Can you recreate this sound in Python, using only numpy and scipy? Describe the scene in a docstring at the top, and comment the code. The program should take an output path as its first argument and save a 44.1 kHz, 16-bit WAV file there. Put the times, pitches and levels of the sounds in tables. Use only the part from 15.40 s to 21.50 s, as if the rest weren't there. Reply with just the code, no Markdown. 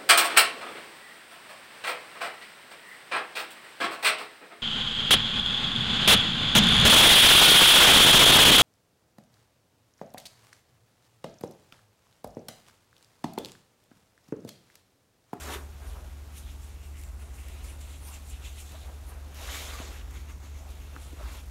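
"""A plastic comb scratches through dry hair in a small room, close to one microphone.
From the start, an appliance hums behind the wall over a swelling rumble and a steady hiss.
First the hair sweeps over cloth, with soft knocks. Short strokes follow: strands slip over the
ringing teeth, hands and sleeves rustle, tangles let go with a click. Near 4 seconds a long stroke
squeaks during a second sweep. More strokes and knocks lead to a last sweep near 6 seconds."""
import sys
import numpy as np
from scipy import signal
from scipy.fft import rfft, irfft, next_fast_len
from scipy.io import wavfile
from scipy.ndimage import uniform_filter1d, map_coordinates

SR = 44100
rng = np.random.default_rng(int(sys.argv[2]) if len(sys.argv) > 2 else 0)


def dump_mix(stems):
    """Bounce the given channels to the path in sys.argv[1] as a 16-bit WAV at rate SR."""
    frames = np.atleast_2d(stems).T  # one column per channel
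    limited = np.clip(frames, -1, 1)  # hard clip at full scale
    pcm = np.round(limited * 32767).astype(np.int16)
    wavfile.write(sys.argv[1], SR, pcm)


N = 269098

# Combing has three layers: strands, teeth and hand. Each mixes a fixed "body" noise with a "ring",
# a band of noise whose pitch moves. Ring strength is the ring's level compared with the body.
# Comb strokes. Each row: peak time and length in seconds, share spent rising, strand level in dB,
# ring pitch in Hz, ring strength in dB, delay of the teeth in seconds, then the teeth's level in dB,
# ring pitch in Hz and ring strength in dB.
COMB_STROKES = [(0.033, 0.25, 0.54, -46, 7700, -3, 0, -52, 2550, -2),
                (0.144, 0.053, 0.65, -42.5, 11000, -5, 0.0092, -49, 2740, 8),
                (0.48, .25, 0.38, -57, 8950, -3, 0.0051, -61.5, 2770, -12),
                (0.982, 0.065, 0.47, -48, 9300, -6, -0.012, -53.5, 2800, -4),
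                (1.118, 0.15, 0.64, -59, 7400, -5, -0.015, -55.5, 2920, -5),
                (1.243, 0.16, 0.38, -57, 8400, -3, 0.034, -60.5, 2750, -8),
                (1.456, 0.15, 0.5, -58.5, 7700, -3, -0.0068, -58.5, 2640, 6),
                (1.586, 0.15, 0.2, -54, 8500, 2, -0.011, -57, 2230, 12),
                (1.815, 0.1, .3, -56.5, 8750, 4, 0.0067, -60, 2400, 5),
                (1.95, 0.13, 0.2, -57, 8400, 0, 0.025, -55.5, 2260, 13),
                (2.01, .12, 0.5, -57.5, 8800, 1, 0.055, -64, 2440, -3),
                (2.134, 0.24, 0.4, -57.5, 8500, 0, 0, -56, 2560, -1),
                (2.245, 0.073, .15, -50.5, 8500, 2, 0, -60, 2700, -1),
                (2.3, 0.077, 0.42, -55.5, 8880, 5, -.01, -54, 2400, 7),
                (2.413, 0.099, 0.2, -56, 8100, 3, 0.0015, -56.5, 2740, -14),
                (2.518, 0.2, 0.45, -56, 8540, 4, .01, -57.5, 2670, -14),
                (2.683, 0.075, .55, -46, 10300, 2, 0, -58, 2900, -6),
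                (2.746, 0.07, 0.62, -48, 7260, 4, 0.006, -52, 2620, -1),
                (2.904, 0.067, 0.51, -48.5, 8550, 3, 0.031, -52, 2760, 5),
                (3.062, 0.08, 0.38, -50, 6940, -1, -0.0035, -48.5, 2980, 2),
                (3.206, 0.062, 0.5, -47, 8750, 3, -0.018, -50, 3080, -3),
                (3.287, 0.24, 0.55, -56, 7000, 1, 0.041, -56, 2780, -11),
                (3.428, 0.085, 0.53, -61, 7800, 0, 0.0018, -54, 3350, -15),
                (3.696, 0.048, 0.5, -52, 11400, 5, 0, -71, 2750, -7),
                (4.026, 0.14, 0.57, -53, 7360, -21, 0.0083, -50, 2660, -15),
                (4.154, 0.28, .35, -43.5, 7350, -4, -0.0051, -43, 3850, 4),
                (4.43, 0.22, 0.46, -52.5, 6800, 11, -0.0094, -51, 2690, -11),
                (4.75, .13, 0.4, -54.5, 6800, -3, 0.016, -54, 2100, -1),
                (4.901, 0.083, 0.4, -56, 6460, 1, -0.0087, -56, 2350, -1),
                (5.047, 0.088, 0.44, -57, 6700, 3, 0.015, -58, 2600, -9),
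                (5.188, 0.12, 0.55, -56, 6500, 4, -0.014, -59, 2140, 2),
                (5.42, 0.086, 0.6, -61, 6700, -2, 0.0034, -61, 2400, -3),
                (5.313, 0.051, .6, -56, 8390, -7, 0.0091, -55, 2800, -2),
                (5.637, 0.11, 0.47, -54.5, 8600, 3, 0.034, -61.5, 2580, 4),
                (5.95, .18, 0.65, -54.5, 7900, -4, 0.0043, -54.5, 2650, 0)]
# Hand and sleeve brush past. Each row: peak time and length in seconds, share spent rising,
# level in dB, ring pitch in Hz, ring strength in dB.
HAND_RUBS = [(0.03, .15, .5, -48, 554, -15), (0.106, 0.12, 0.48, -38.5, 910, -4.5),
             (0.23, 0.076, 0.4, -59, 480, 9), (0.43, 0.18, 0.23, -52.5, 590, 1),
             (0.563, 0.13, 0.34, -50.5, 740, 6), (0.913, 0.13, .6, -63, 760, -23),
             (1.805, .2, 0.1, -63, 560, 2), (2.247, 0.22, 0.2, -59, 800, 0),
             (2.69, 0.11, 0.33, -53, 980, 8), (3.082, 0.094, 1, -56, 690, -16),
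             (3.35, 0.064, 0.43, -52, 704, -5), (3.497, 0.12, 0.6, -53, 600, 4),
             (3.723, 0.092, 0.51, -50.5, 890, -0.5), (3.863, .14, 0.2, -61, 900, -9),
             (4.022, 0.092, 0.4, -51, 900, 7), (4.197, 0.089, .3, -56, 790, 12),
             (4.415, .12, 0.2, -50, 780, 4), (4.753, 0.052, 0.44, -53.5, 1090, -7),
             (4.903, 0.046, 0.5, -52, 1110, -6), (5.036, 0.066, 0.5, -54, 800, -14),
             (5.27, .12, 0.47, -56, 640, 9), (5.565, 0.065, 0.43, -53, 1180, -8),
             (5.81, 0.065, .4, -52, 600, -5), (5.855, 0.12, 0.6, -51.5, 1320, 2)]
# Comb and hand rest in the hair. Each row: time in seconds, then strand, teeth and hand levels in dB.
REST_LEVELS = [(0, -69, -66, -60.5), (.8, -65, -64.5, -59.5), (1.6, -76, -70.5, -61),
               (2.1, -64.5, -66, -57.5), (2.8, -63, -62, -59.5), (3.2, -61, -67.5, -60),
               (3.6, -62.5, -64, -59), (3.9, -65.5, -65, -57), (4.7, -70, -66, -58),
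               (5.1, -69.5, -70, -60.5), (5.5, -63, -59.5, -58.5), (5.75, -63.5, -60, -58),
               (6.1, -63, -67.5, -59)]
# Strands, teeth and hand at rest. Each row: ring pitch in Hz, ring strength in dB.
REST_RINGS = [(7850, -7), (2560, -8), (640, -5.5)]
# The same layers in a sweep. Each row: dB added to the sweep level, ring pitch in Hz, strength in dB.
SWEEP_LAYERS = [(-5, 7200, -10), (-4, 2700, -27), (-3.5, 680, 0.5)]
# The bands that each layer's ring moves between. Each row: pitch in Hz, width in Hz.
STRAND_BANDS = [(6600, 900), (7600, 1100), (9500, 1400), (11500, 2200)]
TEETH_BANDS = [(2100, 400), (2700, 450), (3300, 550), (3900, 600)]
HAND_BANDS = [(400, 150), (650, 250), (950, 350), (1350, 450)]
# Pitches at which the comb and the room ring. Each row: pitch in Hz, width in Hz, relative level in dB.
TEETH_MODES = [(2200, 800, 0), (3700, 1100, 0), (6800, 1000, -9)]
ROOM_MODES = [(283.7, 3.9, 9), (363.5, 12.4, 14.5), (415, 38, 3), (654, 74, 4), (878, 10, -31),
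              (866, 9.3, -30), (1230, 190, -11), (1445, 20, -16)]
# The tone colour of each noise. Each row: frequency in Hz, relative level in dB.
STRAND_COLOUR = [(1500, -36), (4000, 8), (5500, 12.5), (7000, 12.5), (8300, 9), (9700, 11.5), (12000, 12),
                 (15500, 0.5)]
SLEEVE_COLOUR = [(120, -23), (250, 0), (400, -2), (900, -4), (1400, -3.5), (2000, -8.5), (5000, -33)]
SWEEP_COLOUR = [(240, -26), (400, -7), (785, -9.5), (957, -4), (1130, 4), (3680, -7), (5000, -4.5),
                (7010, -11), (11400, -29), (15500, -21)]
HISS_COLOUR = [(70, -35), (100, 5.5), (130, -3.5), (280, -5.5), (500, -21), (900, -14.5), (1650, -29),
               (2500, -29), (4800, -23.5), (6800, -24), (9500, -27), (12000, -29), (14000, -30),
               (15500, -31)]
DRONE_COLOUR = [(15, -33), (25, -16), (35, 7), (47, 2.5), (62, 7), (85, -0.5), (110, -13), (160, -16),
                (400, -51)]
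# Hair sweeps over cloth, one list per sweep. Each row: time in seconds, level in dB.
HAIR_SWEEPS = [
    [(0, -53), (.08, -50.5), (.14, -43), (.17, -53.5), (.25, -70)],
    [(3.94, -81), (3.95, -54.5), (4.03, -51), (4.12, -46), (4.2, -47.5), (4.3, -46.5), (4.45, -52.5),
     (4.58, -54.5), (4.66, -66)],
    [(5.78, -65), (5.86, -56.5), (5.94, -52.5), (6.02, -61)],
]
# The squeak's glide. Each row: time in seconds, pitch in Hz, level in dB.
SQUEAK_GLIDE = [(4.1, 1800, -72), (4.12, 2080, -53), (4.145, 2220, -50), (4.19, 2300, -52),
                (4.22, 2250, -70)]
# Soft knocks. Each row: start in seconds, relative level in dB, pitch in Hz, seconds to fade by 60 dB.
SOFT_KNOCKS = [(0.146, -39, 700, 0.0047), (0.157, -38.5, 399, 0.074), (3.346, -47, 630, 0.055),
               (4.402, -32.5, 253, 0.019), (5.564, -30.5, 1370, 0.0066), (5.731, -43, 300, 0.047),
               (5.81, -42.5, 590, 0.036)]
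# Tangles let go. Each row: start in seconds, level in dB before filtering.
TANGLE_SNAPS = [(1.5694, -50), (1.6, -49), (1.6135, -43), (1.6361, -38.5), (1.6886, -46), (1.7962, -52),
                (2.085, -40), (2.2457, -47), (2.4123, -44), (3.048, -46), (3.3194, -45), (3.9453, -40),
                (4.7101, -47), (5.3042, -49)]
# The motor's steady tones. Each row: pitch in Hz, level in dB.
MOTOR_TONES = [(29.6, -68), (72.0, -43.5), (91.0, -60), (120.0, -69), (144.0, -66)]
# The rumble swells. Each row: peak time in seconds, length in seconds, level in dB.
RUMBLE_SWELLS = [(0.0, 0.13, -45), (0.166, 0.11, -46), (0.5, 0.12, -36), (0.607, 0.11, -41.5),
                 (1.07, .14, -40), (1.253, 0.42, -48), (1.71, 0.14, -38), (1.944, 0.3, -42.5),
                 (2.083, .08, -42), (2.237, 0.13, -39), (2.47, 0.24, -45.5), (2.936, 0.055, -36),
                 (3.066, .09, -39.5), (3.468, 0.15, -40.5), (3.66, 0.054, -39), (3.764, 0.14, -44),
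                 (4.08, 0.075, -36.5), (4.347, 0.21, -43), (4.518, 0.053, -40), (4.627, 0.17, -39.5),
                 (4.787, 0.18, -43), (4.936, 0.13, -41.5), (5.302, 0.1, -41), (5.423, 0.26, -45.5),
                 (5.65, .25, -48), (5.845, 0.12, -34), (5.966, .12, -42), (6.1, 0.15, -39)]
# The room's echo. Each row: frequency in Hz, seconds to fade by 60 dB.
ROOM_DECAY = [(200, 0.67), (2000, 0.079), (10000, 0.37)]
# Dips caused by the microphone housing. Each row: frequency in Hz, width in Hz, depth from 0 to 1.
HOUSING_DIPS = [(4900, 390, 0.21), (7780, 1100, 0.2), (10400, 290, 0.4)]

RUMBLE_HZ, RUMBLE_LEAST_DB = 54, -60
HISS_DB, DRONE_DB, ECHO_DB = -57, -52, -10.5
TOP_HZ = 15720
TIME = np.arange(N) / SR  # seconds


def combing():
    """Strands fizz as they slip over the comb, its teeth ring, and hand and sleeve rustle low."""
    peak_s, length_s, rise, strand_db, strand_hz, strand_ring_db, *teeth_columns = zip(*COMB_STROKES)
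    delay_s, teeth_db, teeth_hz, teeth_ring_db = teeth_columns
    rub_s, rub_length_s, rub_rise, hand_db, hand_hz, hand_ring_db = zip(*HAND_RUBS)
    strands = bumps(peak_s, length_s, strand_db, rise), strand_hz, strand_ring_db
    teeth = bumps(np.add(peak_s, delay_s), length_s, teeth_db, rise), teeth_hz, teeth_ring_db
    hand = bumps(rub_s, rub_length_s, hand_db, rub_rise), hand_hz, hand_ring_db
    grips = map(grip, (strands, teeth, hand), curves(REST_LEVELS), REST_RINGS, SWEEP_LAYERS)
    sleeve = lambda hz: colour(SLEEVE_COLOUR)(hz) * (1 + amp(-6) * resonances(ROOM_MODES)(hz))
    bodies = colour(STRAND_COLOUR), resonances(TEETH_MODES), sleeve
    return sum(map(rubbing, grips, bodies, (STRAND_BANDS, TEETH_BANDS, HAND_BANDS)))


def grip(events, rest_db, rest_ring, sweep_layer):
    """A layer's gain, ring pitch and ring strength: the louder a movement, the more it sets the ring."""
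    event_power, event_hz, event_ring_db = events
    rest_hz, rest_ring_db = rest_ring
    sweep_db, sweep_hz, sweep_ring_db = sweep_layer
    rest_power = amp(rest_db) ** 2
    sweep_power = (sweep_gain() * amp(sweep_db)) ** 2
    total = per_sample(event_power.sum(axis=0)) + rest_power + sweep_power

    def blend(in_events, at_rest, in_sweep):
        return (per_sample(in_events @ event_power) + at_rest * rest_power + in_sweep * sweep_power) / total

    ring_hz = blend(event_hz, rest_hz, sweep_hz)
    ring_db = blend(event_ring_db, rest_ring_db, sweep_ring_db)
    return np.sqrt(total), ring_hz, ring_db


def rubbing(layer_grip, body_response, bands):
    """Friction with a fixed body colour and a ring that follows the grip."""
    gain, ring_hz, ring_db = layer_grip
    body = unit(filtered(friction(lumpy_db=2, patchy_db=1.3), body_response))
    ring = amp(ring_db) * ringing(bands, ring_hz)
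    return gain * (body + ring) / np.sqrt(1 + amp(ring_db) ** 2)


def ringing(bands, ring_hz):
    """A ring that moves in pitch, made by fading between fixed bands of friction noise."""
    centres = [hz for hz, _ in bands]
    out = np.zeros(N)
    for (hz, width), this_band in zip(bands, np.eye(len(bands))):
        share = np.interp(ring_hz, centres, this_band)
        band = resonances([(hz, 1.5 * width, 0)])
        slips = friction(lumpy_db=2, patchy_db=2)
        out += np.sqrt(share) * unit(filtered(slips, lambda f: band(f) ** 2))  # squared for steep sides
    return out


def friction(lumpy_db, patchy_db):
    """Many tiny slips: noise in lumps of a few milliseconds and in patches of frequency."""
    slips = rng.standard_normal(N) * amp(lumpy_db * np.tanh(wobble(250)))
    spectra = signal.stft(slips, nperseg=256)[2]
    patches = uniform_filter1d(rng.standard_normal(spectra.shape), 8, axis=0)
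    patches = unit(uniform_filter1d(patches, 12, axis=1))
    return signal.istft(spectra * amp(patchy_db * patches), nperseg=256)[1][:N]


def sweeps():
    """The whole mass of hair slides over cloth with a broad swish."""
    return sweep_gain() * unit(filtered(friction(lumpy_db=-4, patchy_db=4), colour(SWEEP_COLOUR)))


def sweep_gain():
    """How strong the sweeps are at each moment; zero between them."""
    return sum(amp(curves(rows)[0]) * (TIME >= rows[0][0]) * (TIME < rows[-1][0]) for rows in HAIR_SWEEPS)


def squeak():
    """A thin, rough tone rises inside the long stroke."""
    pitch_hz, db = curves(SQUEAK_GLIDE)
    sounding = (TIME > SQUEAK_GLIDE[0][0]) & (TIME < SQUEAK_GLIDE[-1][0])
    rough_tone = tone(pitch_hz * (1 + 0.015 * wobble(150)))
    return sounding * amp(db + 3 * np.tanh(wobble(120))) * rough_tone


def knocks():
    """Each contact rings at one pitch and dies away quickly."""
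    out, t = np.zeros(N + SR), np.arange(SR // 4) / SR
    attack = 1 - np.exp(-t / 0.00013)
    for start_s, db, hz, fade_s in SOFT_KNOCKS:
        fade = amp(db + 4.5 - 60 * t / fade_s)
        out[round(start_s * SR):][:len(t)] += attack * fade * np.sin(2 * np.pi * hz * t)
    return out[:N]


def snaps():
    """Each tangle lets go with a soft click, a noise burst that fades by 60 dB in 12 milliseconds."""
    out, t = np.zeros(N + SR), np.arange(SR // 50) / SR
    for start_s, db in TANGLE_SNAPS:
        out[round(start_s * SR):][:len(t)] += amp(db - 60 * t / 0.012) * rng.standard_normal(len(t))
    return filtered(out[:N], resonances([(4500, 13000, 0)]))


def room_echo(sound):
    """The room answers with an echo in which each frequency dies at its own speed."""
    hz, t, spectra = signal.stft(rng.standard_normal(SR // 2), SR, nperseg=256)
    fade = amp(-60 * t / along(ROOM_DECAY, hz)[:, None])
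    tail = signal.istft(spectra * fade, SR, nperseg=256)[1]
    delayed = np.pad(sound, (250, 0))
    return signal.fftconvolve(delayed, tail / np.linalg.norm(tail))[:N]


def appliance():
    """A motor hums at steady pitches, over a low tone that wanders and swells."""
    hum = sum(amp(db + 0.7 * wobble(3)) * np.sqrt(2) * np.sin(2 * np.pi * (hz * TIME + rng.random()))
              for hz, db in MOTOR_TONES)
    rumble = tone(RUMBLE_HZ * (1 + 0.047 * wobble(5.2)))
    swells = bumps(*zip(*RUMBLE_SWELLS), rise=0.39).sum(axis=0)
    rounded = per_sample(uniform_filter1d(swells, size=21))  # smoothed over 21 milliseconds
    return hum + np.sqrt(rounded + amp(RUMBLE_LEAST_DB) ** 2) * rumble


def background():
    """The room and the microphone's amplifier hiss over a deep drone."""
    hiss = filtered(friction(lumpy_db=-2.5, patchy_db=0), colour(HISS_COLOUR))
    drone = filtered(rng.standard_normal(N), colour(DRONE_COLOUR))
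    return amp(HISS_DB) * unit(hiss) + amp(DRONE_DB) * unit(drone)


def bumps(peak_s, length_s, db, rise):
    """Each event's power, one value per millisecond, 10 dB below its peak at both ends."""
    peak_s, length_s, db, rise = (np.reshape(column, (-1, 1)) for column in (peak_s, length_s, db, rise))
    late = (np.arange(N * 1000 // SR + 2) / 1000 - peak_s) / length_s
    rise = np.clip(rise, 0.1, 0.9)
    drop_db = 10 * np.where(late < 0, -late / rise, late / (1 - rise))
    return amp(db - drop_db) ** 2


def per_sample(per_ms):
    """Stretches one value per millisecond to one per sample."""
    return np.interp(TIME * 1000, np.arange(len(per_ms)), per_ms)


def curves(rows):
    """Turns each column after the time into one value per sample."""
    times, *columns = np.transpose(rows)
    return [np.interp(TIME, times, column) for column in columns]


def wobble(rate):
    """A smooth random curve through `rate` points a second."""
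    return map_coordinates(rng.standard_normal(int(N * rate / SR) + 4), [TIME * rate])


def tone(pitch_hz):
    """A sine wave of average power 1 that follows a changing pitch."""
    return np.sqrt(2) * np.sin(2 * np.pi * np.cumsum(pitch_hz) / SR)


def filtered(sound, response):
    """Scales each frequency of a sound by a filter's response."""
    size = next_fast_len(N + SR // 2)
    return irfft(rfft(sound, size) * response(np.fft.rfftfreq(size, 1 / SR)), size)[..., :N]


def resonances(modes):
    """A filter that rings at each of the given pitches."""
    return lambda f: sum((-1) ** k * amp(db) * 1j * f * width / (hz * hz - f * f + 1j * f * width)
                         for k, (hz, width, db) in enumerate(modes))


def colour(points):
    """A filter that follows a tone colour table."""
    return lambda hz: amp(along(points, hz))


def along(points, hz):
    """Reads between a table's rows on a logarithmic frequency scale."""
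    frequencies, values = np.transpose(points)
    return np.interp(np.log(hz + 1), np.log(frequencies + 1), values)


def amp(db):
    """Turns dB into a gain."""
    return 10 ** (np.asarray(db) / 20)


def unit(x):
    """Scales a signal to an average power of 1."""
    return x / np.sqrt(np.mean(x ** 2) + 1e-20)


def scene():
    """Close sounds, their echo and the background; one microphone feeds both channels."""
    near = combing() + sweeps() + squeak() + knocks() + snaps()
    mono = near + amp(ECHO_DB) * room_echo(near) + appliance() + background()
    return np.array([mono, mono])


def record(dry):
    """The microphone housing weakens a few pitches, and the highest treble is cut off."""
    def response(f):
        dips = [1 - np.clip(depth, 0, 0.9) / (1 + (2 * (f - hz) / width) ** 2)
                for hz, width, depth in HOUSING_DIPS]
        return np.prod(dips, axis=0) * (f < TOP_HZ)

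    return filtered(dry, response)


dry = scene()
out = record(dry)
dump_mix(out)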